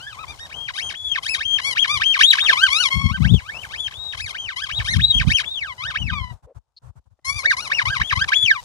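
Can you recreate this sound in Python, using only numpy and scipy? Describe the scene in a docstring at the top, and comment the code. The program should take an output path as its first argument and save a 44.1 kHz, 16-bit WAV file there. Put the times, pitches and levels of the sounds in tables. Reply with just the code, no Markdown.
"""Dog with a squeaky toy

A dog gallops over a grassy field with a rubber toy in its jaws, then lies down and chews it.
Each bite drives air through the toy's reed and each release sucks it back; the pitch rides the flow.
Grass swishes underfoot and gusts buffet the two ports of a hand-held microphone."""
import sys
import numpy as np
from scipy import signal
from scipy.fft import rfft, irfft, next_fast_len
from scipy.io import wavfile
from scipy.ndimage import uniform_filter1d

SR = 44100
rng = np.random.default_rng(int(sys.argv[2]) if len(sys.argv) > 2 else 0)


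def dump(signal):
    """Clip the signal to [-1, 1] and save it as 16-bit WAV at the path in sys.argv[1]."""
    limited = np.clip(np.atleast_2d(signal).T, -1, 1)
    pcm = np.round(limited * 32767).astype(np.int16)
    wavfile.write(sys.argv[1], SR, pcm)


N = 381024
TIME = np.arange(N) / SR
CUTOFF_HZ = 15750

# slow pressure rumble on the microphone: freq_hz, relative_db
RUMBLE_SPECTRUM = [(22, -39), (35, -33.5), (55, 5), (90, 2), (130, -1), (200, -43.5), (320, -37.5),
                   (600, -65.5)]
# dull rustle of steps and clothing: freq_hz, relative_db
RUSTLE_SPECTRUM = [(100, 6.5), (300, -7), (550, -1.5), (900, 4), (1400, -4.5), (2200, -18.5), (4000, -21.5),
                   (8000, -19), (15000, -35.5)]
# tone colour that the toy radiates: freq_hz, gain_db
TOY_SPECTRUM = [(600, -37), (950, -13), (1120, -6), (1380, -19), (1750, -0.44), (2250, -5.5), (2900, -3.5),
                (3500, -5.5), (4100, -9.5), (5300, -9.5), (6300, -15), (7400, -22.5), (8800, -31),
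                (10300, -18.5), (11500, -32.5), (12500, -53), (16000, -49.5)]
# air modes of the hollow toy: centre_hz, width_hz, lift_db
AIR_MODES = [(1558.5, 380, 5.5), (1836, 420, -0.5), (2245, 290, 5.5), (2638, 120, -5.5), (3172, 200, 5.5),
             (3439, 37, 4), (3786, 180, 9.5)]


def from_db(db):
    return 10 ** (np.asarray(db) / 20)


def rms_one(x):
    return x / np.sqrt(np.mean(x ** 2) + 1e-20)


def ease(x):
    """A smooth step from 0 to 1."""
    return np.sin(np.pi / 2 * np.clip(x, 0, 1)) ** 2


def swell(start, length):
    """A rounded burst of height 1."""
    return np.sin(np.pi * np.clip((TIME - start) / length, 0, 1))


def in_time(rows):
    """The columns of an automation curve, sample by sample."""
    times, *columns = np.transpose(rows)
    return [np.interp(TIME, times, column) for column in columns]


def at_hz(points, hz, column=1):
    """One column of a spectrum, read on a log-frequency axis."""
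    table = np.array(points)
    return np.interp(np.log(hz + 1), np.log(table[:, 0]), table[:, column])


def pan(left_db):
    """Left and right gains, left_db apart, with a mean power of one."""
    gains = from_db(np.vstack([left_db, -left_db]) / 2)
    return gains / np.sqrt(np.mean(gains ** 2, axis=0))


def shaped(x, response):
    """Filters x by a response given as a function of Hz."""
    size = next_fast_len(N + SR // 2)
    return irfft(rfft(x, size) * response(np.fft.rfftfreq(size, 1 / SR)), size)[..., :N]


def noise(spectrum):
    """Coloured noise, unrelated in the two channels; rms 1."""
    return rms_one(shaped(rng.standard_normal((2, N)), lambda hz: from_db(at_hz(spectrum, hz))))


def drift(rate_hz):
    """A smooth random wander that rolls off above rate_hz; rms 1."""
    return rms_one(shaped(rng.standard_normal(N), lambda hz: np.exp(-(hz / rate_hz) ** 2)))


def resonate(x, hz, width_hz):
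    """A resonance with gain 1 at its peak."""
    r = np.exp(-np.pi * width_hz / SR)
    feedback = [1, -2 * r * np.cos(2 * np.pi * hz / SR), r * r]
    return signal.lfilter(np.array([1, 0, -1]) * (1 - r * r) / 2, feedback, x + 1e-18)


def lull(start_s=6.33, end_s=7.26, fade_s=0.095, return_s=0.022, depth_db=-32):
    """The background drops away in the pause between squeaks, as a noise suppressor closes and reopens."""
    gate_closed = np.minimum((TIME - start_s) / fade_s, (end_s - TIME) / return_s)
    return from_db(depth_db * np.clip(gate_closed, 0, 1))


def wind(breeze_db=-52, eddy_db=-25, strong_db=-20, eddy_growth=2.3, lumps_db=8.5, roundness=0.45):
    """Breeze and gusts press lumpily on each port; strong gusts break into smaller, higher eddies."""
    # gusts on the ports: start_s, length_s, level_db, left_over_right_db
    gusts = [(1.922, 0.11, -37, 27), (2.937, 0.23, -21, 38), (3.166, .23, -18, 44), (4.183, .1, -42, 4),
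             (4.715, 0.19, -34.5, 4), (4.881, 0.15, -22, 7.5), (5.012, 0.34, -27.5, -23),
             (5.249, 0.067, -24, -31), (5.818, .09, -36, 15), (5.96, 0.26, -24.5, 48),
             (6.176, .19, -32.5, 33), (7.274, 0.15, -37.5, 6), (7.823, 0.17, -34, 38),
             (7.985, 0.054, -25, 43), (8.121, 0.15, -29.5, 31), (8.423, 0.047, -31, 30)]
    # small eddies in a strong gust: freq_hz, relative_db
    eddy_spectrum = [(50, -27), (120, 14), (190, 14.5), (280, -5.5), (400, -23), (600, -38.5), (1200, -58)]
    push = from_db(breeze_db) * pan(left_db=2) * lull()
    for start, length, db, left_db in gusts:
        push = push + from_db(db) * pan(left_db) * swell(start, length) ** roundness
    rumble = push * noise(RUMBLE_SPECTRUM)
    eddies = from_db(eddy_db) * (push / from_db(strong_db)) ** eddy_growth * noise(eddy_spectrum)
    return (rumble + eddies) * from_db(lumps_db * np.tanh(drift(35)))


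def grass(rustle_db=7, swish_db=14, sway_db=3.8, grain_db=3.0):
    """Steps and clothing rustle; blades of grass flick in small grains."""
    # movement over the field: time_s, dull_db, bright_db
    movement = [(0, -57, -66.5), (1.25, -60, -70.5), (2.6, -54, -56), (3.0, -55, -66.5), (3.6, -55.5, -66),
                (4.55, -59.5, -71), (4.85, -57.5, -62.5), (6.3, -57.5, -76.5), (7.3, -57.5, -69),
                (8.64, -56, -64.5)]
    # bright swish of the blades: freq_hz, relative_db
    swish_spectrum = [(800, -16), (2000, 0), (3500, 7), (6000, 5.5), (8500, 0.5), (10300, -3.5),
                      (12500, -11.5), (15500, -7)]
    dull_db, bright_db = in_time(movement)
    rustle = from_db(dull_db + rustle_db + sway_db * drift(9.6)) * noise(RUSTLE_SPECTRUM)
    rustle = rustle + 0.25 * rustle[::-1]  # the low rustle reaches both ports
    swish = from_db(bright_db + swish_db + grain_db * drift(300)) * noise(swish_spectrum)
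    return (rustle + swish) * lull() * pan(left_db=4.5)


def handling_bumps(rustle_db=-14):
    """Dull pushes on the microphone, each with a little rustle."""
    # soft bumps in the pause between squeaks: start_s, length_s, level_db
    bumps = [(6.425, 0.039, -40.5), (6.546, 0.045, -39), (6.818, 0.093, -39.5), (6.955, 0.042, -42),
             (7.056, 0.027, -53), (7.101, .04, -55), (7.218, 0.025, -63)]
    push = sum(from_db(db) * np.sqrt(swell(start, length)) for start, length, db in bumps)
    thud = noise(RUMBLE_SPECTRUM) * pan(left_db=14)
    return push * (thud + from_db(rustle_db) * noise(RUSTLE_SPECTRUM))


def scuffs():
    """Short bursts of friction, each with one broad resonance."""
    # paws on turf, legs through grass, teeth on rubber: start_s, length_s, centre_hz, width_hz, level_db
    rubs = [(2.417, 0.053, 1260, 600, -29.5), (2.442, 0.0033, 3500, 6000, -30),
            (2.462, 0.068, 543, 196, -41), (2.888, 0.12, 7700, 8900, -51), (3.592, 0.098, 7050, 9000, -53),
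            (6.46, 0.072, 506, 151.7, -47.5), (6.556, 0.033, 1180, 3000, -75),
            (6.764, 0.026, 4340, 468, -44.5), (7.189, 0.01, 490, 499, -57), (7.426, 0.07, 561, 251, -43),
            (7.718, 0.03, 546, 219, -45)]
    friction = rng.standard_normal(N)
    out = np.zeros(N)
    for start, length, hz, width, db in rubs:
        band = resonate(resonate(friction, hz, width), hz, width)
        out += from_db(db) * swell(start, length) * rms_one(band)
    return out * pan(left_db=4)


def near_echoes(tone, t, strength=0.33):
    """Reflections from the ground and nearby bodies beat against a glide, differently at each port."""
    delays_s = rng.uniform([.001, .003, .006], [.003, .006, .015]) + rng.normal(0, .0001, (2, 3))
    echoes = [sum(strength / np.sqrt(k + 1) * np.interp(t - delay, t, tone)
                  for k, delay in enumerate(port)) for port in delays_s]
    return tone + np.array(echoes)


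def reed_catch(pitch, glide, falter_db=1.5, catch_db=-0.5, width_hz=130):
    """On a fast glide the reed catches at evenly spaced air modes and falters between them."""
    lowest_hz = AIR_MODES[0][0]
    spacing_hz = AIR_MODES[1][0] - lowest_hz
    detune_hz = pitch - lowest_hz
    ripple_db = falter_db * np.cos(2 * np.pi * detune_hz / spacing_hz)
    lowest_mode_db = catch_db * np.exp(-(detune_hz / width_hz) ** 2)
    return np.tanh(glide / 10) * (ripple_db + lowest_mode_db)


def reed_tone(pitch, rest_hz, level_db, slope_db, purity_db=0.66):
    """Harmonics coloured by the toy; blown hard, the reed swings freely and the tone grows purer."""
    order = np.arange(1, 14)[:, None]
    partial_hz = order * pitch
    octaves_up = np.log2(pitch / rest_hz)
    thinning_db = octaves_up * (purity_db * (order - 1) + .5 * np.log2(order))
    overtones_db = np.log2(order) * slope_db - thinning_db
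    gain = from_db(level_db + overtones_db + at_hz(TOY_SPECTRUM, partial_hz)) * (partial_hz < CUTOFF_HZ)
    phase = 2 * np.pi * order * np.cumsum(pitch) / SR
    return np.sqrt(2) * np.sum(gain * np.sin(phase), axis=0)


def squeak(stroke, t, waver, rest_hz=977.6, dome=.15, rasp=0.082, cling=.9, cling_hz=150,
           speak_delay_s=.004, onset_s=.005, edge_db=-14.5, edge_s=0.012):
    """One stroke of air: the flow rises, holds and falls, and lifts the reed above its rest pitch."""
    start, end, rise_s, fall_s, hold_hz, lean, db, swell_db, pinch_db, slope_db = stroke
    along = 2 * (t - start) / (end - start) - 1
    squeeze = ease((t - start) / rise_s) * ease((end - t) / fall_s)
    flow = squeeze * (1 + lean * along - dome * along ** 2)
    log_pitch = np.log(rest_hz) + flow * np.log(hold_hz / rest_hz)
    # the faster the flow changes, the more unsteadily the reed beats
    glide = np.abs(np.gradient(log_pitch)) * SR
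    pitch = np.exp(log_pitch + waver * (1 + rasp * glide))
    # the reed clings to each air mode that it passes, so a glide moves in small steps
    pitch = pitch - sum(cling * (pitch - hz) * np.exp(-((pitch - hz) / cling_hz) ** 2)
                        for hz, _, _ in AIR_MODES)
    inside_s = np.maximum(np.minimum(t - start - speak_delay_s, end - t), 0)
    level_db = db + swell_db * along / 2 + pinch_db * (1 - squeeze) + reed_catch(pitch, glide)
    level_db += edge_db * np.exp(-inside_s / edge_s)  # the reed is weak while it starts and stops
    return reed_tone(pitch, rest_hz, level_db, slope_db) * np.minimum(inside_s / onset_s, 1)


def cavity(x, ring_db=-14.5, ring_width_hz=38):
    """The toy's air modes colour the squeak; the boosted ones ring on after the reed has passed them."""
    x = x + sum((from_db(lift_db) - 1) * resonate(x, hz, width) for hz, width, lift_db in AIR_MODES)
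    ring = sum(resonate(x, hz, ring_width_hz) for hz, _, lift_db in AIR_MODES if lift_db > 0)
    return x + from_db(ring_db) * ring


def squeaky_toy(jitter=.005, wobble=.009, flutter_db=3.0, hiss_db=-32, flare_s=.019):
    """All squeaks, wavering as the jaws shift, with the hiss of their air, rung through the cavity."""
    # bites and releases: start_s, end_s, rise_s, fall_s, pitch_hz, lean (flow tilt toward the end),
    # level_db, swell_db (start to end), pinch_db (rise and fall over the hold), slope_db_per_octave
    strokes = [(-.02, 0.17, 0.017, .1, 1720, 0.47, -32, -10.5, 1.5, -5.5),
               (0.148, .25, .07, 0.015, 1317, -0.088, -22, 21, 0, -13.5),
               (0.261, 0.363, 0.022, 0.054, 1206, 0, -35.5, -15.5, -9, -0.5),
               (0.367, 0.486, 0.042, 0.032, 1946, 0.042, -38.5, -1, -6, 3),
               (0.486, 0.714, 0.058, 0.05, 3243, 0.058, -31, 7.5, 7.5, -5),
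               (0.73, 0.934, .11, 0.048, 3133, 0.1, -21, -1.5, -8.5, 2),
               (0.925, 1.195, 0.035, 0.063, 3460, -.045, -22, 9.5, -1.5, -5.5),
               (1.218, 1.377, 0.089, 0.041, 2597, -0.022, -22, 6.5, -5, 3.15),
               (1.363, 1.608, 0.094, 0.032, 3192, 0.07, -22, 12.5, 5.5, -3),
               (1.606, 1.742, .098, 0.036, 1147, -0.39, -25.5, 10.5, -3, 2.5),
               (1.744, 1.867, 0.057, 0.034, 3340, -0.05, -12.5, 5.5, -1.5, -5),
               (1.866, 1.994, 0.031, 0.059, 1208, 0.64, -18.5, -5, 2, -1),
               (1.991, 2.185, 0.061, 0.058, 3200, 0.023, -14.5, 1, 3.5, -5.5),
               (2.184, 2.366, .056, 0.064, 3693, .23, -8, -4.5, -2, -1.5),
               (2.362, 2.553, 0.052, 0.12, 3833, 0.048, -14, -0.5, 6, -4.5),
               (2.541, 2.702, 0.062, .062, 1446, 0.8, -10, 0.5, -3.5, -4.5),
               (2.692, 2.892, 0.017, 0.089, 1359, .77, -14.5, 7.5, -7.5, 0.2),
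               (2.897, 3.129, 0.022, 0.004, 1101, .15, -21.5, -8.5, 4.5, -3.5),
               (3.075, 3.188, 0.075, 0.031, 1510, 0.13, -21.5, 4, 2, -8.5),
               (3.198, 3.421, .13, 0.035, 3860, -.2, -25.5, -5.5, 1.5, -5.5),
               (3.399, 3.677, 0.16, 0.06, 2494, 0.5, -32, 1.5, 1.5, -9),
               (3.681, 3.9, 0.13, 0.031, 3584, -0.055, -23, -2, -9.5, -2.5),
               (3.903, 4.16, .042, .045, 3836, 0.042, -31, 5, 7, -3),
               (4.163, 4.324, 0.06, 0.11, 3005, 0.51, -24.5, -1, -7, 2.5),
               (4.315, 4.551, 0.082, .1, 3120, -0.12, -25.5, 0.5, -1.5, -6),
               (4.554, 4.682, 0.11, 0.057, 1915, 0.2, -28.5, 4.5, 5, -0.5),
               (4.681, 4.832, 0.041, 0.057, 3664, 0.32, -21, -2, 5, -4.5),
               (4.837, 4.977, .065, 0.052, 1997, 0.28, -19.5, 2.5, -7.5, 1.5),
               (4.973, 5.135, 0.054, .003, 3930, 0.078, -15, 4, 1, -8),
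               (5.115, 5.244, .003, .064, 3195, -0.11, -16, -7, 3.5, -4.5),
               (5.259, 5.425, .098, 0.047, 3285, -.25, -16, 5, -7, 0),
               (5.419, 5.744, 0.038, .22, 3866, 0.043, -25, 1, 4, -9.5),
               (5.774, 5.934, .13, 0.053, 1730, 0.56, -23.5, 5.5, 5, -5),
               (5.931, 6.152, 0.059, 0.093, 2790, -0.26, -25.5, -6.5, 6.5, -8.5),
               (6.11, 6.33, 0.013, 0.24, 1133, -1.03, -22.5, -17, -2.5, -8.5),
               (7.241, 7.428, 0.011, 0.056, 1161, 0.56, -24.5, -4, 1.5, 2),
               (7.424, 7.554, 0.051, 0.064, 2240, 0.07, -13, 3, 1.5, -4.5),
               (7.562, 7.695, 0.098, .062, 1558, -0.7, -25, -12.5, 3.5, 0.5),
               (7.692, 7.832, 0.057, .055, 2816, -0.17, -9.5, 3.5, 0, -6),
               (7.848, 7.991, 0.1, 0.073, 1878, -0.35, -21, -6.5, 10, -4.5),
               (7.991, 8.143, 0.046, 0.058, 3334, 0.14, -22, 7.5, 18, -6.5),
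               (8.147, 8.25, 0.092, .011, 1588, .38, -10.5, -3, -3, -4),
               (8.271, 8.302, 0.0083, 0.035, 1380, -0.38, -12, 5, 2.5, -2),
               (8.295, 8.607, .064, .19, 3525, -0.026, -9, -7.5, -4.5, -8.5)]
    # brief accents, the reed snapping onto an air mode: start_s, lift_db
    flares = [(0.683, 4.5), (1.453, 5), (2.006, 4.5), (2.136, 6), (2.299, 6), (2.8, 6), (3.488, 8),
              (5.311, 8.5), (5.571, 5.5), (6.098, 10), (7.51, 7), (8.007, 9), (8.502, 3.5)]
    waver = jitter * drift(490) + wobble * drift(30)
    reed = np.zeros((2, N))
    for stroke in strokes:
        span = slice(max(int(stroke[0] * SR), 0), int(stroke[1] * SR))
        reed[:, span] += near_echoes(squeak(stroke, TIME[span], waver[span]), TIME[span])
    flare_db = sum(db * swell(start, flare_s) for start, db in flares)
    reed *= from_db(flare_db + flutter_db * drift(80))
    envelope = np.sqrt(np.abs(uniform_filter1d(reed ** 2, size=500)))
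    hiss = from_db(hiss_db) * envelope * noise(TOY_SPECTRUM)
    return cavity(reed + hiss)


def open_air(x, scatter_db=-17, scatter_t60_s=0.028, far_db=-33, far_t60_s=0.22):
    """A short scatter from the turf nearby and a faint tail from the field."""
    t = TIME[:SR // 2]
    out = x
    for level_db, t60 in ((scatter_db, scatter_t60_s), (far_db, far_t60_s)):
        tail = rng.standard_normal((2, len(t))) * np.exp(-np.log(1000) * t / t60) * (t > .002)
        tail /= np.sqrt(np.sum(tail ** 2) / 2)
        out = out + from_db(level_db) * signal.fftconvolve(x, tail, axes=1)[:, :N]
    return out


def ground_notch(x, notch_hz=3100, width_hz=1500):
    """Close to the turf, the ground reflection cancels a band of the squeak and hollows it."""
    # the toy pinned to the turf between the paws: time_s, closeness (0-1)
    pinned = [(7.0, 0), (7.2, 1), (7.62, 0.99), (7.72, 0.56)]
    closeness, = in_time(pinned)
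    return x - closeness * resonate(x, notch_hz, width_hz)


def mic_ports(hz):
    """The casing shades and delays the sound differently at each port."""
    # how the two ports hear the toy: freq_hz, left_over_right_db, left_lead_rad
    shading = [(1020, 4.5, 1.6), (1280, 12.5, 0.85), (1737, -7.5, 1.42), (2040, 5, 3.83), (2540, 6.5, 1.8),
               (3480, 13.5, 1.77), (3660, 2.5, 4.63), (4540, 21.5, 5.33), (5600, 6.5, 5.1),
               (6500, 19, 7.86), (7200, -3, 15), (9500, 5.5, 12.21), (11340, 3.5, 11.63)]
    lead = at_hz(shading, hz, column=2)
    return pan(at_hz(shading, hz)) * np.exp(.5j * np.array([lead, -lead]))


def scene(toy_db=-4.5):
    """The toy in the open air, with wind, grass, handling and scuffs around it."""
    toy = shaped(ground_notch(open_air(squeaky_toy())), mic_ports)
    return wind() + grass() + handling_bumps() + scuffs() + from_db(toy_db) * toy


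def record(dry, low_cut_hz=47):
    """The microphone sheds its deepest rumble, flattens peaks at full scale and cuts the top."""
    dry = signal.sosfilt(signal.butter(4, low_cut_hz, "high", fs=SR, output="sos"), dry)
    limited = dry / (1 + dry ** 8) ** (1 / 8)
    return signal.sosfilt(signal.cheby2(16, 70, CUTOFF_HZ + 500, fs=SR, output="sos"), limited)


dry = scene()
out = record(dry)
dump(out)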